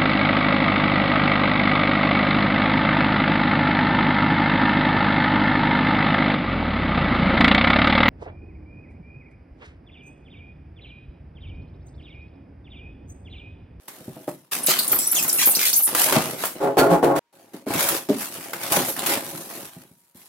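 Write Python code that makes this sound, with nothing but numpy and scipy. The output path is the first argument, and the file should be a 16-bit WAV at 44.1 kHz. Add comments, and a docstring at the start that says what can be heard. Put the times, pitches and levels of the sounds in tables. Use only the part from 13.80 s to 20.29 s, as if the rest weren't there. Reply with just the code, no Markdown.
"""A foam lid squeaks and rasps as it is worked out of a cardboard box, close by in a small workshop. The foam
sticks and slips on the walls thousands of times a second, which makes the squeaks. Once free, the lid judders
hollowly as it is shoved aside. Then the scene changes: a cardboard side is pushed down, and it scrapes, thumps
and crackles. Behind it all are a short room echo, soft air noise and a faint whine."""
import sys
import numpy as np
from scipy import signal
from scipy.fft import rfft, irfft, next_fast_len
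from scipy.io import wavfile
from scipy.ndimage import uniform_filter1d

SR = 44100
rng = np.random.default_rng(int(sys.argv[2]) if len(sys.argv) > 2 else 0)


def wav_record(signal):
    """Record a signal, one row per channel, as 16-bit PCM in the file named by sys.argv[1]."""
    frames = np.transpose(np.atleast_2d(signal))
    bounded = np.clip(frames, -1, 1)
    # unit amplitude maps onto the largest positive 16-bit level
    quanta = np.round(bounded * 32767).astype(np.int16)
    wavfile.write(sys.argv[1], SR, quanta)


N = 286164
TIME = np.arange(N) / SR
STOP_S, TOP_HZ = 3.394, 15900  # when the first scene ends and the second begins, echo and all; where the treble ends

# Levels in the tables are relative. A ring time (t60) is the time a sound takes to fade by 60 dB.
# Foam squeaks, plus one short rough snap of the cardboard in the last row. Each row: start in
# seconds, length in seconds, slips per second at the start and at the end, level in dB,
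# roughness from 0 to 1.
SQUEAKS_AND_SNAP = [ (0.833, 0.011, 8760, 11300, -22.5, 0), (0.862, 0.011, 14000, 6600, -15.5, 0.28),
                    (0.869, 0.05, 4957, 1300, -19, 0.71), (.988, .014, 4470, 4700, -16.5, 0.16),
                    (0.996, 0.053, 4644, 4300, -34, 0.13), (1.078, 0.01, 8500, 17600, -19.5, .03),
                    (1.115, 0.015, 15100, 12200, -14, .18), (1.143, 0.025, 12060, 13300, -21, 0.19),
                    (1.185, .008, 14650, 8100, -18, 0.17), (1.187, 0.068, 7650, 7800, -28.5, 0.05),
                    (1.188, .12, 5220, 6000, -30.5, .1), (1.268, .012, 8320, 14000, -17, .1),
                    (1.312, 0.019, 9360, 14800, -17.5, 0.02), (1.343, .017, 13000, 5100, -21.5, 0.28),
                    (1.361, .042, 3570, 2380, -21, 0.07), (1.425, 0.023, 6500, 21000, -21.5, .2),
                    (1.479, 0.023, 14900, 4440, -19, 0.11), (1.526, 0.01, 8860, 12000, -17, .08),
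                    (1.537, 0.063, 13500, 10500, -23, 0.26), (1.583, 0.041, 3190, 900, -20, 0.22),
                    (1.625, .038, 1048, 7400, -21, .25), (1.655, 0.037, 11900, 14400, -13.5, 0.23),
                    (1.693, 0.036, 11900, 8700, -19.5, 0.25), (1.749, 0.025, 4330, 7400, -19, 0.17),
                    (1.79, 0.059, 3190, 2600, -21.5, .8), (1.851, 0.053, 3390, 4860, -19, 0.6),
                    (1.929, 0.023, 4230, 8700, -18, .04), (1.956, .038, 9850, 13600, -16, 0.17),
                    (2.022, 0.046, 13080, 10000, -17, 0.24), (5.192, 0.0036, 3570, 4500, -23, 0.23)]
# Hand and foam rubbing in the box. Each row: start, swell time and hold time in seconds, then the
# levels of drumming, rasp and hiss in dB.
FOAM_RUBS = [ (0, .002, 0.66, -59, -64.5, -62), (.076, 0.0025, 0.36, -49.5, -53.5, -52),
             (.472, 0.0078, 0.03, -44, -48.5, -44), (.712, 0.023, 0.0026, -38, -27, -20),
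             (.74, 0.032, 0.52, -40.5, -38.5, -42.5), (.88, 0.028, 0.047, -47.5, -23, -29),
             (.99, .034, 0.2, -45.5, -56, -31), (1.1, 0.022, 0.016, -26, -33.5, -24.5),
             (1.32, 0.0081, 0.67, -40, -36.5, -30.5), (2.065, 0.015, 0.053, -31.5, -32, -34),
             (2.147, 0.064, 0.048, -33, -24.5, -18.5), (2.25, .036, .035, -29, -26, -26.5),
             (2.32, 0.044, 0.02, -18.5, -19.5, -44), (2.39, 0.035, 0.12, -31.5, -35, -34.5),
             (2.56, 0.084, 0.025, -36.5, -33, -30.5), (2.74, 0.034, 0.17, -38, -47, -62)]
# The loose cardboard side (the flap) scraping as it bends down. Each row reads as in FOAM_RUBS.
FLAP_RUBS = [ (3.526, 0.0041, 0.25, -53.5, -62, -61.5), (3.733, 0.0044, 0.03, -42, -46, -51),
             (3.86, 0.11, 0.029, -24, -29.5, -34.5), (3.97, 0.019, 0.17, -30, -25.5, -26.5),
             (4.287, 0.0023, 0.051, -35.5, -34.5, -43), (4.36, 0.062, 0.041, -38, -35, -31.5),
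             (4.49, 0.047, .25, -39.5, -42, -41), (4.79, 0.045, 0.057, -32.5, -33, -32.5),
             (4.9, 0.049, 0.014, -21, -22, -23.5), (4.95, 0.019, 0.071, -22.5, -27.5, -29.5),
             (5.04, 0.051, 0.026, -32.5, -42, -26), (5.14, 0.065, 0.18, -34.5, -33.5, -39),
             (5.261, 0.005, 0.067, -47, -25.5, -24.5), (5.27, 0.061, 0.032, -23, -27.5, -33.5),
             (5.39, 0.077, 0.19, -38.5, -43.5, -37.5), (5.68, 0.021, 0.16, -40.5, -42, -39.5),
             (5.91, 0.016, 0.11, -51, -53.5, -52.5), (6.03, .04, 0.24, -71, -73, -61),
             (6.345, 0.013, 0.34, -62.5, -60, -51)]
# Shoves of the lid. Each row: start, swell time and hold time in seconds, judder level in dB,
# rasp level in dB, pitch of the shove's tone in Hz, level of that tone in dB.
SHOVES = [(2.798, 0.048, 0.056, -19, -37.5, 572, -27.5), (2.969, 0.0035, 0.11, -14.5, -33, 400, -28.5),
          (2.977, 0.014, .003, -32, -18, 4430, -27), (3, 0.023, 0.019, -17.5, -48, 1418, -22.5),
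          (3.087, 0.041, 0.031, -13.5, -29, 171.3, -21.5), (3.224, 0.018, 0.049, -14, -26, 840, -21.5),
          (3.291, 0.015, .06, -19, -52, 292.5, -24.5), (3.35, 0.025, 0.026, -25, -27, 541, -24)]
# Blows on the box and the flap. Each row: start in seconds, level in dB, treble cutoff in Hz
# (lower for a softer contact).
BOX_KNOCKS = [(0.207, -42.5, 296), (0.279, -31.5, 160), (.364, -38, 700), (.479, -23.5, 1000),
              (0.884, -24.5, 1240), (6.112, -50, 150), (2.971, -23, 1194), (3.229, -17, 1230),
              (4.969, -19.5, 1300), (5.966, -39.5, 130), (6.351, -48, 200)]
FLAP_THUMPS = [(3.742, -33.5, 286), (3.867, -24, 640), (4.292, -19.5, 616), (4.3, -15, 570)]
# Foam beads and paper fibres snapping. Each row: start in seconds, level in dB, treble tilt in dB
# per octave.
SNAPS = [(0.082, -34, 2), (2.149, -15, 1.5), (2.324, -14.5, 0), (2.637, -22.5, -1), (2.654, -20.5, 4.5),
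         (3.938, -22.5, 1.5), (3.996, -22, 4), (4.028, -18.5, 6), (4.088, -15.5, 4), (4.733, -25, -0.5),
         (4.921, -15.5, 5), (5.084, -31.5, 2.5), (5.262, -19.5, 2)]
# The lid lurching against the box wall. Each row: start in seconds, level in dB.
JOLTS = [(1.13, -15.5), (1.162, -23.5), (1.449, -25), (1.48, -28.5), (1.557, -33), (1.673, -21),
         (1.689, -24), (1.768, -23.5), (2.206, -23)]

# Modes are the pitches a thing rings at: here the box's, the flap's, and the flap's higher ones as
# it is scraped and bent. Each row: pitch in Hz, level in dB, ring time in seconds.
BOX_MODES = [(138, -15, 0.097), (182, -14, .069), (270, -2, 0.039), (369, -8, 0.088), (515.7, -5, 0.052),
             (630, -6, .15), (781, -3.5, 0.031)]
FLAP_MODES = [(218, -8, 0.14), (293, 0, 0.1), (386, -1.5, 0.11), (446, -5, 0.12), (620, -3.5, 0.082)]
FLAP_HIGH_MODES = [(341, -0.5, 0.13), (548.6, 5, 0.083), (671.5, 0.5, 0.11), (747, -4.5, 0.1),
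                   (817, -2.5, 0.19)]
# The lid's hollow modes. Each row: pitch in Hz, level in dB.
LID_MODES = [(135, -10.5), (173, -11), (266, -1.5), (304, 1), (352, 0), (409, 4), (459, -2.5), (540, 4.5),
             (666, 0.5), (714, 0.5), (838, 2.5), (1110, -5), (1410, -14.5)]

# Tone colours: how strong each noise is from bass to treble. Each row: frequency in Hz, level in dB.
BOX_COLOUR = [(45, -41), (80, -21.5), (130, 2.5), (320, 8), (1000, -3), (2000, -21), (6000, -65.5)]
FLAP_COLOUR = [(40, -55), (110, -5), (200, -5.5), (300, -1), (720, -12.5), (1050, -13), (2000, -23.5),
               (6000, -50)]
RASP_COLOUR = [(200, -56.5), (700, -0.5), (1300, -1), (2500, -3), (5000, -8.5), (8000, -12.5), (16000, -17)]
HISS_COLOUR = [(1500, -28), (4500, -12.5), (7000, -9.5), (10000, -2), (13000, -1.5), (16000, -12)]
LID_COLOUR = [(30, -38), (85, -42.5), (140, 5), (205, -12.5), (290, 6), (830, 6), (1600, -8), (3000, -34.5),
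              (6000, -58)]
LID_RASP_COLOUR = [(2000, -6), (6000, -13.5), (11000, -11), (16000, -15)]
SNAP_COLOUR = [(30, -66), (100, -20), (200, 5), (400, 7.5), (1300, 11), (2500, 3), (5000, -3), (11000, 1),
               (16000, -1)]
AIR_COLOUR = [(30, -25), (250, -6), (2200, -10), (16000, -26.5)]

# How long the room echoes. Each row: frequency in Hz, ring time in seconds.
ROOM_T60 = [(150, 0.46), (600, 0.17), (7000, 0.28), (16000, 0.25)]
# How alike left and right sound. Each row: frequency in Hz, likeness from 0 (unrelated) to 1 (same).
STEREO_LIKENESS = [(350, 0.93), (700, 0.73), (1400, 0.32), (5000, 0.02)]


def squeaks_and_snap(jitter_hz=3200, waver_hz=600, sag_db=3, edge_db=-8, wall_t60=0.021):
    """Foam sticks and slips very fast; its uneven beads shake both the rate and the force.
    One very short burst of the same kind makes a rough snap of the cardboard."""
    out, t = np.zeros((2, N)), np.arange(2048) / SR
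    for start, length, first_hz, last_hz, db, rough in SQUEAKS_AND_SNAP:
        size = max(int(length * SR), 64)
        glide = np.linspace(np.log(first_hz), np.log(last_hz), size)
        shake = 0.5 * wander(size, jitter_hz) + 0.3 * wander(size, waver_hz)
        hz = np.exp(glide + rough * shake)
        # the middle of the contact squeals; its edge slips raggedly around the same rate
        edge_hz = hz * np.exp(0.25 * wander(size, jitter_hz))
        slips = slip_tone(hz) + amp(edge_db) * slip_tone(edge_hz)
        # the force is greatest as the contact breaks loose
        sag = amp(-sag_db * np.linspace(-0.5, 0.5, size))
        flutter = np.exp(0.24 * wander(size, waver_hz))
        force = flutter * sag * signal.windows.tukey(size, 128 / size)
        # each sound starts at another spot, so the box walls scatter it differently
        walls = rng.standard_normal((2, len(t))) * 1000 ** (-t / wall_t60)
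        walls[[0, 1], rng.integers(0, 8, size=2)] += np.linalg.norm(walls[0])  # the direct sound
        heard = signal.fftconvolve((slips * force)[None], walls, axes=1)
        add(out, start, amp(db) * heard * np.sqrt(size / (heard ** 2).sum(1, keepdims=True)))
    return out


def slip_tone(hz, brightness=0.13):
    """Sharp slips, hz times a second, make a tone rich in overtones."""
    phase = 2 * np.pi * np.cumsum(hz) / SR
    harmonic = np.arange(1, 15)[:, None]
    below_top = np.clip((TOP_HZ - harmonic * hz) / 1000, 0, 1)
    return (harmonic ** brightness * below_top * np.cos(harmonic * phase)).sum(0)


def rubbing():
    """Small slips rasp and hiss, coarser ones drum on the box or flap, and bent fibres crackle."""
    fine = friction(per_s=300, spread_db=2.6, t60=0.02, smooth=0.8)
    coarse = friction(per_s=130, spread_db=1.2, t60=0.018, smooth=0.5)
    fibres = friction(per_s=110, spread_db=3.5, t60=0.005, smooth=0)
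    fine, coarse = moving_contact(fine), moving_contact(coarse)
    foam_drum, foam_rasp, foam_hiss = rub_levels(FOAM_RUBS)
    flap_drum, flap_rasp, flap_hiss = rub_levels(FLAP_RUBS)
    box = colour(coarse, BOX_COLOUR) + amp(-4) * ringing(coarse, BOX_MODES)
    flap = colour(coarse, FLAP_COLOUR) + amp(-9) * ringing(coarse, FLAP_MODES)
    flap += amp(-2) * ringing(coarse, FLAP_HIGH_MODES)
    drumming = amp(-1) * (foam_drum * unit(box) + flap_drum * unit(flap))
    rasp = (foam_rasp + flap_rasp) * colour(fine, RASP_COLOUR)
    hiss = (foam_hiss + flap_hiss) * colour(fine, HISS_COLOUR)
    crackle = amp(-15) * np.hypot(flap_rasp, flap_hiss) * colour(fibres, SNAP_COLOUR)
    return catches() * (drumming + rasp + hiss + crackle)


def friction(per_s, spread_db, t60, smooth):
    """Tiny slips of uneven size, each a burst of noise, on top of smooth sliding noise."""
    slips = (rng.random(N) < per_s / SR) * amp(spread_db * np.minimum(rng.exponential(1, N), 3.5))
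    power = signal.lfilter([1], [1, -1000 ** (-2 / (t60 * SR))], slips ** 2)
    return stereo_noise(N) * np.sqrt(power / power.mean() + smooth)


def moving_contact(pair, depth_db=2.5):
    """The contact moves across the cardboard, so its resonances come and go."""
    bands = signal.stft(pair, nperseg=512)[2]
    patches = uniform_filter1d(rng.standard_normal(bands.shape[1:]), size=3, axis=0)
    patches = unit(uniform_filter1d(patches, size=9, axis=1))
    return signal.istft(bands * amp(depth_db * patches), nperseg=512)[1][:, :N]


def catches(per_s=66, t60=0.022, depth=0.18):
    """The contact catches now and then: the force jumps and sags again."""
    jumps = (rng.random(N) < per_s / SR) * rng.uniform(0.22, 1, N)
    return unit(1 + depth * signal.lfilter([1], [1, -1000 ** (-1 / (t60 * SR))], jumps))


def rub_levels(rubs):
    """Drumming, rasp and hiss all follow the force of each rub."""
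    forces = np.array([stroke(*row[:3], fade_db_per_s=202.5) for row in rubs])
    gains = amp([row[3:] for row in rubs]).T
    return np.sqrt(gains ** 2 @ forces ** 2)


def stroke(start, swell, hold, fade_db_per_s, sag_db=3.5):
    """The force of one push: it swells, sags a little while held, and dies as the hand slows."""
    force, t = np.zeros(N), np.arange(0, swell + hold + 0.5, 1 / SR)
    rise = np.minimum(t / swell, 1) ** 0.73
    held_db = sag_db * np.clip((t - swell) / hold, 0, 1)
    faded_db = fade_db_per_s * np.maximum(t - swell - hold, 0)
    add(force, start, rise * amp(-held_db - faded_db))
    return force


def ringing(drive, modes):
    """A body, shaken by the drive, rings at its own pitches."""
    t = np.arange(SR // 3) / SR
    ring = sum(amp(db) * np.cos(2 * np.pi * hz * t) * 1000 ** (-t / t60) for hz, db, t60 in modes)
    return unit(convolve(drive, ring))


def lid_judder(rasp_hold_s=0.011, slide_db=-30):
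    """The light lid chatters as it slides; friction drives its modes and one tone in each shove."""
    slips = friction(per_s=210, spread_db=-4.5, t60=0.03, smooth=1)
    modes = unit(sum(amp(db) * friction_tone(hz) for hz, db in LID_MODES))
    body = unit(colour(slips, LID_COLOUR) + 1.5 * modes)
    # friction damps the widest swings, so the judder stays even
    swing = np.abs(uniform_filter1d((body ** 2).mean(0), 512))
    body = unit(body / np.sqrt(1 + 3 * swing))
    judder_power, rasp_power, tones = 0, 0, 0
    for start, swell, hold, judder_db, rasp_db, hz, tone_db in SHOVES:
        # the lid judders all through a shove, but rasps mostly as it starts to slide
        force = stroke(start, swell, hold, fade_db_per_s=225.5)
        onset = stroke(start, swell, rasp_hold_s, fade_db_per_s=247)
        judder_power += (amp(judder_db) * force) ** 2
        rasp_power += (amp(rasp_db) * onset) ** 2
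        tones += amp(tone_db) * force * friction_tone(hz)
    scrape = np.sqrt(rasp_power + amp(slide_db) ** 2 * judder_power) * colour(slips, LID_RASP_COLOUR)
    return (TIME < STOP_S) * (np.sqrt(judder_power) * body + tones + scrape)


def friction_tone(hz, drift=0.01803, drift_hz=70, swell_db=7, swell_hz=24):
    """A tone kept going by friction: it drifts and swells as the contact moves."""
    phase = 2 * np.pi * np.cumsum(hz * (1 + drift * wander(N, drift_hz))) / SR
    apart = np.arccos(value_at(STEREO_LIKENESS, hz)) * rng.choice([-0.5, 0.5])
    swell = amp(swell_db * np.tanh(wander(N, swell_hz)))
    return unit(swell * np.sin([phase + apart, phase - apart]))


def knocks(blows, body_modes, slap_db, lowest_hz, slap_t60=0.12, slap_hz=1500, detune=0.021):
    """Each blow slaps the cardboard and makes it ring; a soft contact leaves only the low modes."""
    out, t = np.zeros(N), np.arange(SR // 3) / SR
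    hz, db, t60 = np.transpose(body_modes)[:, :, None]
    for start, blow_db, cutoff_hz in blows:
        mistune, offset = rng.standard_normal((2, len(hz), 1))
        phase = 2 * np.pi * hz * (1 + detune * mistune) * t + np.pi * offset
        ring = (amp(db) * 1000 ** (-t / t60) * np.sin(phase)).sum(0)
        slap = unit(filtered(rng.standard_normal(len(t)), 1, slap_hz)) * 1000 ** (-t / slap_t60)
        blow = filtered(ring + amp(slap_db) * slap, 2, cutoff_hz)
        blow = filtered(blow, 3, lowest_hz, "high")  # thin cardboard gives off no deep bass
        add(out, start, amp(blow_db) * blow / np.std(blow[:512]))
    return np.array([out, out])


def snaps(gain_db=2, crack_t60=0.051, tail_db=-14, tail_t60=0.48):
    """A caught edge lets go with a short crack and a weaker tail."""
    out, t = np.zeros((2, N)), np.arange(4096) / SR
    fade = 1000 ** (-t / crack_t60) + amp(tail_db) * 1000 ** (-t / tail_t60)
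    for start, db, tilt in SNAPS:
        tilted = [(hz, level + tilt * np.log2(max(hz, 250))) for hz, level in SNAP_COLOUR]
        add(out, start, amp(db + gain_db) * colour(stereo_noise(len(t)), tilted) * fade)
    return filtered(out, 2, 130, "high")


def jolts(t60=0.033, band_hz=(170, 1500)):
    """The lid lurches a little way up the wall with a dull tick."""
    out, t = np.zeros((2, N)), np.arange(2048) / SR
    for start, db in JOLTS:
        tick = filtered(stereo_noise(len(t)), 2, band_hz, "band")
        add(out, start, amp(db) * unit(tick) * 1000 ** (-t / t60))
    return out


def room_echo(sound, cycle_hz=4):
    """The echoes change as the source and the arms move: three patterns take turns."""
    turn = 2 * np.pi * (cycle_hz * TIME + np.arange(3)[:, None] / 3)
    shares = np.maximum(np.cos(turn), 0)
    shares /= np.linalg.norm(shares, axis=0)
    return sum(convolve(sound * share, reflections()) for share in shares)


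def reflections(delay_s=0.005):
    """One pattern of random bounces around the room; each frequency dies at its own speed."""
    bounces = rng.choice([-1., 1.], (2, SR // 2)) * (rng.random((2, SR // 2)) < 1 / 8)
    hz, t, bands = signal.stft(stereo(bounces), SR, nperseg=256)
    fade = amp(-60 * t / value_at(ROOM_T60, hz)[:, None])
    tail = signal.istft(bands * fade, SR, nperseg=256)[1]
    return np.pad(unit(tail) / np.sqrt(tail.shape[1]), ((0, 0), (round(delay_s * SR), 0)))


def workshop(air_db=-75, whine_hz=942, whine_db=-78):
    """Soft air noise and a faint steady whine."""
    air = colour(stereo_noise(N), AIR_COLOUR)
    whine = unit(np.sin(2 * np.pi * whine_hz * TIME))
    return amp(air_db) * air + amp(whine_db) * whine


def stereo(pair):
    """Blends two signals so left and right share the bass but have unrelated treble."""
    size = next_fast_len(pair.shape[-1], True)
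    first, second = rfft(pair, size)
    likeness = value_at(STEREO_LIKENESS, np.fft.rfftfreq(size, 1 / SR))
    mid = first * np.sqrt((1 + likeness) / 2)
    side = second * np.sqrt((1 - likeness) / 2)
    return irfft(np.array([mid + side, mid - side]), size)[:, :pair.shape[-1]]


def stereo_noise(size):
    """White noise for left and right."""
    return stereo(rng.standard_normal((2, size)))


def wander(size, hz):
    """A random curve that heads for a new value hz times a second."""
    points = rng.standard_normal(4096)
    return np.interp(np.arange(size) * hz / SR, np.arange(len(points)), points)


def colour(x, table):
    """Gives x a tone colour, at an average level of 1."""
    size = next_fast_len(x.shape[-1], True)
    gains = amp(value_at(table, np.fft.rfftfreq(size, 1 / SR)))
    return unit(irfft(rfft(x, size) * gains, size)[..., :x.shape[-1]])


def value_at(table, hz):
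    """Reads between a table's rows, on a scale of octaves."""
    row_hz, values = np.transpose(table)
    return np.interp(np.log(hz + 1), np.log(row_hz + 1), values)


def filtered(x, order, hz, keep="low"):
    """Keeps the lows, the highs or a band; a higher order cuts more steeply."""
    return signal.lfilter(*signal.butter(order, hz, keep, fs=SR), x)


def convolve(x, response):
    """Lets every sample of x set off a copy of the response."""
    return signal.fftconvolve(np.atleast_2d(x), np.atleast_2d(response), axes=1)[:, :N]


def add(mix, start, sound):
    """Mixes a sound in at a start time in seconds."""
    part = mix[..., max(round(start * SR), 0):][..., :sound.shape[-1]]
    part += sound[..., :part.shape[-1]]


def amp(db):
    """Turns dB into a multiplier."""
    return 10 ** (np.asarray(db) / 20)


def unit(x):
    """Scales x to an average (rms) level of 1."""
    return x / np.sqrt(np.mean(x ** 2) + 1e-20)


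def scene():
    """Squeaks, rubbing and blows close by, each with its share of the room's echo."""
    slips = squeaks_and_snap()
    rubs = rubbing() + lid_judder()
    box = knocks(BOX_KNOCKS, BOX_MODES, slap_db=-6, lowest_hz=130)
    flap = knocks(FLAP_THUMPS, FLAP_MODES, slap_db=-10, lowest_hz=144)
    hits = box + flap + snaps() + jolts()
    to_room = amp(-4) * slips + amp(-7) * hits + amp(-12) * rubs
    before = TIME < STOP_S
    # the scene changes: the first scene ends with its echo, and the second starts with its own
    echo = room_echo(to_room * before) * before + room_echo(to_room * ~before)
    return slips + hits + rubs + echo + workshop()


def record(dry):
    """Cuts away the treble above TOP_HZ."""
    low_pass = signal.firwin(511, TOP_HZ, window=("kaiser", 9), fs=SR)
    return signal.oaconvolve(dry, low_pass[None], "same", axes=1)


dry = scene()
out = record(dry)
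wav_record(out)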